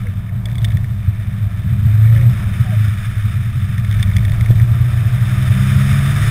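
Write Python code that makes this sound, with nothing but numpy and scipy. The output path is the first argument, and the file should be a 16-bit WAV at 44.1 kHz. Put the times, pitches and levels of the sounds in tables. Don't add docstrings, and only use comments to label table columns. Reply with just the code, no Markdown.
import sys
import numpy as np
from scipy import signal
from scipy.fft import rfft, irfft
from scipy.io import wavfile
from scipy.ndimage import uniform_filter1d

SR = 44100
rng = np.random.default_rng(int(sys.argv[2]) if len(sys.argv) > 2 else 0)


def transcribe(signal):
    frames = np.atleast_2d(signal).T
    limited = np.clip(frames, -1, 1)
    pcm = np.round(limited * 32767).astype(np.int16)
    wavfile.write(sys.argv[1], SR, pcm)


N = 277830

# (frequency [Hz], width [Hz], relative level [dB])
FLOOR_PAN_MODES = [(1794, 104, 8), (2215, 125, 5.5), (3250, 315, -1.5), (3576, 134, 5.5), (5127, 250, -4.5),
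                   (6850, 240, -5.5), (8350, 300, -2.5), (10080, 610, -5)]
# (time [s], dull ring level [dB],
# brightness = middle ring over dull ring [dB])
TIMED_STONES = [(.07, -36, -31), (0.294, -41, -23), (.456, -39, 6.5), (0.516, -45.5, -3), (.555, -41.5, -1),
                (.582, -40.5, 3.5), (.618, -46, 1), (.6452, -30, 0.5), (.649, -35, 2.5), (.686, -48, 1),
                (.704, -46.5, -1), (.7708, -34.5, -7), (.844, -38, -15), (3.7803, -32.5, -13),
                (3.847, -36, -8), (3.912, -37, -0.5), (3.9267, -38, -2), (3.9957, -36, -7),
                (4.0275, -28, 0.5), (4.115, -34, -25), (4.1662, -28, -2.5), (4.1833, -33, -19),
                (4.2504, -32, -8), (4.3194, -34.5, -8), (4.4094, -30.5, -9), (4.4599, -31, -19),
                (4.5101, -38.5, -3), (4.5985, -32.5, -22)]
# (start [s], end [s], extra pebble level [dB], small stones [per s],
# their dull ring level [dB], their brightness [dB])
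STONY_STRETCHES = [(0.476, 0.737, 10, 16, -50, -4), (2.0, 2.397, 4, 45, -41, -23),
                   (3.9, 4.652, 4.5, 16, -45, -1)]


def from_db(db):
    return 10 ** (np.asarray(db) / 20)


def rms_one(x):
    return x / np.sqrt(np.mean(x ** 2) + 1e-20)


def in_time(rows):
    s, *columns = np.transpose(rows)
    return [np.interp(np.arange(N) / SR, s, column) for column in columns]


def colour(x, points):
    hz, db = np.transpose(points)
    grid = np.maximum(np.fft.rfftfreq(N, 1 / SR), 1)
    gain = from_db(np.interp(np.log(grid), np.log(hz), db))
    return rms_one(irfft(rfft(x) * gain, N))


def noise():
    return rng.standard_normal(N)


def drift(rate):
    lowpass = 1 / (1 + (np.fft.rfftfreq(N, 1 / SR) / rate) ** 2)
    return rms_one(irfft(rfft(noise()) * lowpass, N))


def even(x, seconds):
    size = max(int(seconds * SR), 2)
    power = uniform_filter1d(uniform_filter1d(x * x, size), size)
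    return x / np.sqrt(power + 1e-12)


def resonate(x, hz, width_hz):
    r = np.exp(-np.pi * width_hz / SR)
    b = np.array([1, 0, -1]) * (1 - r * r) / 2
    a = [1, -2 * r * np.cos(2 * np.pi * hz / SR), r * r]
    return signal.lfilter(b, a, x + 1e-18)


def engine(firing_hz, wobble=0.0031):
    # (multiple of the firing rate, relative level [dB])
    exhaust_orders = [(0.501, -33), (0.748, -9.5), (1, 2.5), (1.25, -13), (1.5, -9), (2.001, -16),
                      (2.502, -35), (3, -26.5)]
    # (frequency [Hz], gain [dB])
    cabin_gain = [(45, -8), (62, -2), (75, -6), (100, 0), (142, 0), (160, -18), (180, -15), (192, 2),
                  (203, 3), (216, -12), (240, -18), (305, -22), (352, -12), (430, -15)]
    turns = np.cumsum(firing_hz * (1 + wobble * drift(17.4))) / SR
    cabin_hz, cabin_db = np.transpose(cabin_gain)
    out = 0
    for multiple, db in exhaust_orders:
        gain = from_db(db + np.interp(multiple * firing_hz, cabin_hz, cabin_db))
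        unsteady = 1 + .11 * drift(12)
        start = rng.random()
        out = out + gain * unsteady * np.sin(2 * np.pi * (multiple * turns + start))
    return rms_one(out)


def cabin_rumble():
    # (frequency [Hz], half the width of each resonance in a pair [Hz],
    # relative level [dB])
    cabin_modes = [(86.9, 3.9, 2.5), (106.06, 11.9, 12.5), (124, 17.4, -1)]
    out = 0
    for hz, width, db in cabin_modes:
        once = resonate(noise(), hz, 2 * width)
        out = out + from_db(db) * rms_one(resonate(once, hz, 2 * width))
    return even(out, seconds=0.074)


def bump_swells(rise_s=0.011, fall_s=0.015):
    # (time of the crest [s], level [dB])
    bumps = [(.35, -11.5), (.75, -13), (1.09, -11), (1.42, -14.5), (1.72, -8.5), (1.86, -11.5), (2.48, -16),
             (2.61, -9), (2.88, -10), (3.26, -11), (3.38, -12.5), (3.56, -11), (3.64, -15), (3.8, -12),
             (3.9, -11), (4.0, -11.5), (4.09, -13), (4.17, -11.5), (4.44, -16), (4.51, -6.5), (4.569, -6.5),
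             (4.63, -7.5), (4.721, -10), (4.81, -9.5), (5.03, -7.5), (5.5, -7.5), (5.77, -7.5)]
    t = np.arange(N) / SR
    power = 0
    for s, db in bumps:
        spread_s = np.where(t < s, rise_s, fall_s)
        swell = from_db(db) * np.exp(-((t - s) / spread_s) ** 2 / 2)
        power = power + swell ** 2
    return np.sqrt(power)


def boom(firing_hz, drone_db, shake_db, flutter_db=2.0):
    rumble_db, rumble_follows = -19.0, 0.79
    rutted_db = shake_db - np.mean(shake_db)
    steady_rumble = from_db(rumble_db + rumble_follows * rutted_db + flutter_db * drift(25))
    rumble = np.hypot(steady_rumble, bump_swells())
    drone = from_db(drone_db)
    level = np.hypot(drone, rumble)
    deep = signal.sosfilt(signal.butter(2, 200, fs=SR, output="sos"), cabin_rumble())
    mix = drone * engine(firing_hz) + rumble * deep
    return level * even(mix / level, seconds=0.08)


def grit(spray_db, grains_per_s=5000, spread_db=2.5, smooth=0.48, flutter_db=1.11, ring_db=-15, brighten=0.4):
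    # (frequency [Hz], relative density [dB per Hz])
    spray_spectrum = [(600, -33), (1000, -12.5), (1200, 7), (1500, 3.5), (1800, 6.5), (2050, 1.5),
                      (2350, 3.5), (2800, -6.5), (3100, -3), (3300, -8.5), (3580, 1.5), (4000, -17),
                      (5000, -23), (16000, -71)]
    force_db = spray_db - np.mean(spray_db)
    born = rng.random(N) < grains_per_s * from_db(force_db) / SR
    sizes = from_db(spread_db * np.minimum(rng.exponential(1, N), 5))
    grains = born * sizes * rng.choice([-1, 1], N)
    pelting = even(grains, seconds=0.69) + smooth * noise()
    ringing = 0
    for k, (hz, width, db) in enumerate(FLOOR_PAN_MODES):
        if hz > SR / 10:
            ringing = ringing + (-1) ** k * from_db(db) * resonate(pelting, hz, width)
    hiss = colour(pelting, spray_spectrum)
    hiss = hiss + from_db(ring_db + brighten * force_db) * rms_one(ringing)
    return from_db(spray_db + flutter_db * drift(20)) * hiss


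def stone_hits(count=24, spread_db=3.2):
    hits = list(TIMED_STONES)
    for start, end, _, per_s, db, bright_db in STONY_STRETCHES:
        times = start + rng.random(count) * (end - start)
        spreads = spread_db * rng.standard_normal((count, 2))
        small = [(s, db + heavier, bright_db + brighter) for s, (heavier, brighter) in zip(times, spreads)]
        hits += small[:max(round(per_s * (end - start)), 0)]
    return hits


def stones(contact_s=0.0025, scuff_db=-13, crack_noise_db=-12, scatter=0.037):
    crack_db, crack_follows, crack_grows = -7, 0.59, 0.13
    heaviest_db = max(db for _, db, _ in TIMED_STONES)
    age = np.arange(SR // 25) / SR
    bright = signal.butter(2, [4000, 8500], "band", fs=SR, output="sos")
    out = np.zeros(N)
    for s, dull_db, bright_db in stone_hits():
        sharp_db = dull_db + crack_db + crack_follows * bright_db - crack_grows * (heaviest_db - dull_db)
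        ring_db = [dull_db, dull_db + bright_db, sharp_db]
        scuff = rng.standard_normal(len(age)) * np.exp(-age / contact_s)
        detune = 1 + scatter * (2 * rng.random(len(FLOOR_PAN_MODES)) - 1)
        force = (age == 0) + from_db(scuff_db + max(ring_db) - heaviest_db) * scuff
        # dull ring, middle ring, sharp crack; split at 2700 and 4400 Hz
        rings = np.zeros((3, len(age)))
        rings[-1] = from_db(crack_noise_db) * signal.sosfilt(bright, force)
        for k, ((hz, width, db), shift) in enumerate(zip(FLOOR_PAN_MODES, detune)):
            row = np.searchsorted([2700, 4400], hz)
            rings[row] += (-1) ** k * from_db(db) * resonate(force, hz * shift, width)
        rings /= np.sqrt(np.mean(rings[:, :SR // 100] ** 2, axis=1, keepdims=True))
        at = int(s * SR)
        out[at:at + len(age)] += from_db(ring_db) @ rings
    return out


def pebbles(spray_db, per_s=130, size_db=28.5, spread_db=3):
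    t = np.arange(N) / SR
    stony_db = sum(db * ((t > start) & (t < end)) for start, end, db, *_ in STONY_STRETCHES)
    out = np.zeros(N)
    lowest_hz = FLOOR_PAN_MODES[0][0]
    for hz, width, db in FLOOR_PAN_MODES:
        born = rng.random(N) < per_s / len(FLOOR_PAN_MODES) / SR
        taps = born * from_db(spread_db * np.minimum(rng.exponential(1, N), 3))
        cushion = (lowest_hz / hz) ** 0.95
        out += from_db(db) * cushion * resonate(taps, hz, width)
    return from_db(spray_db + size_db + stony_db) * out


def overload_knock():
    # (time [s], strength before softening [dB])
    knock_rows = [(4.504, -14)]
    # (frequency [Hz], width [Hz], relative level [dB])
    knock_bands = [(290, 130, 0), (460, 150, -6)]
    knocks = np.zeros(N)
    for s, db in knock_rows:
        knocks[int(s * SR)] = from_db(db)
    soft = signal.sosfilt(signal.butter(4, 620, fs=SR, output="sos"), knocks + 1e-18)
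    out = 0
    for hz, width, db in knock_bands:
        scale = SR / (2 * np.pi * width)
        out = out + from_db(db) * scale * resonate(soft, hz, width)
    return out


def squeaks(rough=0.022):
    # (time [s], length [s], start pitch [Hz], middle pitch [Hz], end pitch [Hz], level at the middle [dB])
    squeak_rows = [(0.036, 0.062, 501, 491, 460, -42.5), (0.448, 0.067, 635, 594, 543, -44.5),
                   (2.036, 0.27, 475, 549, 496, -42), (2.639, 0.088, 774, 723, 720, -39),
                   (2.712, 0.047, 672, 620, 589.4, -34.5)]
    out = np.zeros(N)
    waver = 1 + rough * drift(77)
    for s, length, *pitch_hz, db in squeak_rows:
        along = np.clip((np.arange(N) / SR - s) / length, 0, 1)
        bend = np.polyfit([0, .5, 1], pitch_hz, 2)
        hz = np.polyval(bend, along) * waver
        tone = np.sin(2 * np.pi * np.cumsum(hz) / SR)
        out += from_db(db) * np.sqrt(2) * np.sin(np.pi * along) * tone
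    return out


def chassis_shake(shake_db):
    # (frequency [Hz], relative density [dB per Hz])
    shake_spectrum = [(12, -20), (22, -9), (30, -4), (40, -13), (52, -6), (62, 1), (74, -3), (95, -25),
                      (200, -60)]
    return from_db(shake_db) * even(colour(noise(), shake_spectrum), seconds=0.1)


def upper_drumming():
    # (frequency [Hz], relative density [dB per Hz])
    drumming_spectrum = [(110, -5), (150, -23.5), (172, -1), (195, 2), (215, -11), (240, -19), (300, -73),
                         (600, -101)]
    # (time [s], level [dB])
    level_curve = [(0, -29), (1.3, -31.5), (1.65, -28), (2.05, -37), (2.5, -23), (2.9, -31.5), (3.5, -29),
                   (4.1, -24.5), (4.7, -32), (5.6, -27), (6.3, -29.5)]
    drumming_db, = in_time(level_curve)
    return from_db(drumming_db) * even(colour(noise(), drumming_spectrum), seconds=0.21)


def tyre_roar(trim_db=1.5):
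    # (frequency [Hz], relative density [dB per Hz])
    roar_spectrum = [(150, 5), (250, -31), (285, 2), (330, 5.5), (420, -1.5), (540, -3), (620, 5), (700, 4),
                     (800, -5.5), (1000, -1.5), (1300, -6), (3000, -85)]
    # (time [s], level before the trim [dB])
    level_curve = [(0.0, -50.5), (0.65, -43.5), (0.98, -49), (1.84, -46), (2.32, -41), (2.91, -47),
                   (3.77, -48.5), (4.33, -40.5), (4.68, -42), (6.3, -37)]
    roar_db = in_time(level_curve)[0] + trim_db
    return from_db(roar_db) * colour(noise(), roar_spectrum)


def scene():
    # (time [s], firing rate [Hz], drone level [dB])
    engine_curve = [(0, 109.2, -29), (.78, 108, -24.5), (1.1, 95.9, -26.5), (1.55, 94.95, -26),
                    (1.86, 104, -12), (2.05, 110.4, -7), (2.3, 121.2, -8.5), (2.42, 124, -38),
                    (2.66, 114, -19), (2.8, 106, -9.5), (3.02, 102.8, -26), (4.4, 113.1, -18),
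                    (4.7, 118, -15.5), (5.3, 125.5, -16), (5.55, 128.5, -13.5), (5.85, 134, -12.5),
                    (6.3, 143.3, -18.5)]
    # (time [s], chassis shake level [dB])
    ground_curve = [(0, -30), (.3, -34.5), (.7, -23), (1.1, -31), (1.4, -29.5), (1.8, -29), (2.15, -27),
                    (2.45, -25), (2.7, -39), (3.1, -27), (3.3, -29.5), (3.7, -30.5), (4.0, -24.5),
                    (4.5, -22), (4.8, -26.5), (5.5, -28), (6.3, -24)]
    # (time [s], level before the trim [dB])
    spray_curve = [(0.0, -43), (0.37, -47), (0.67, -44.5), (0.93, -44.5), (1.84, -40.5), (2.21, -37),
                   (2.9, -35.5), (3.39, -37.5), (4.38, -38.5), (5.3, -33.5), (5.67, -30), (6.3, -28.5)]
    firing_hz, drone_db = in_time(engine_curve)
    shake_db, = in_time(ground_curve)
    spray_db = in_time(spray_curve)[0] - 0.82
    cabin = boom(firing_hz, drone_db, shake_db) + overload_knock()
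    dirt = grit(spray_db) + stones() + pebbles(spray_db)
    body = squeaks() + chassis_shake(shake_db) + upper_drumming()
    return (cabin + dirt + body + tyre_roar())[None]


def record(dry):
    # (frequency [Hz], timing error [microseconds])
    conversion_error = [(3900, 5), (4200, 3), (7800, 2.6), (8100, 7), (12000, 22), (15600, 1.3)]
    t = np.arange(N) / SR
    timing_error_s = sum(us * 1e-6 * np.sin(2 * np.pi * hz * t) for hz, us in conversion_error)
    converted = dry + timing_error_s * SR * np.gradient(dry, axis=-1)
    rounded = signal.sosfilt(signal.butter(8, 14900, fs=SR, output="sos"), converted)
    return signal.sosfilt(signal.ellip(14, .1, 90, 15750, fs=SR, output="sos"), rounded)


dry = scene()
out = record(dry)
transcribe(out)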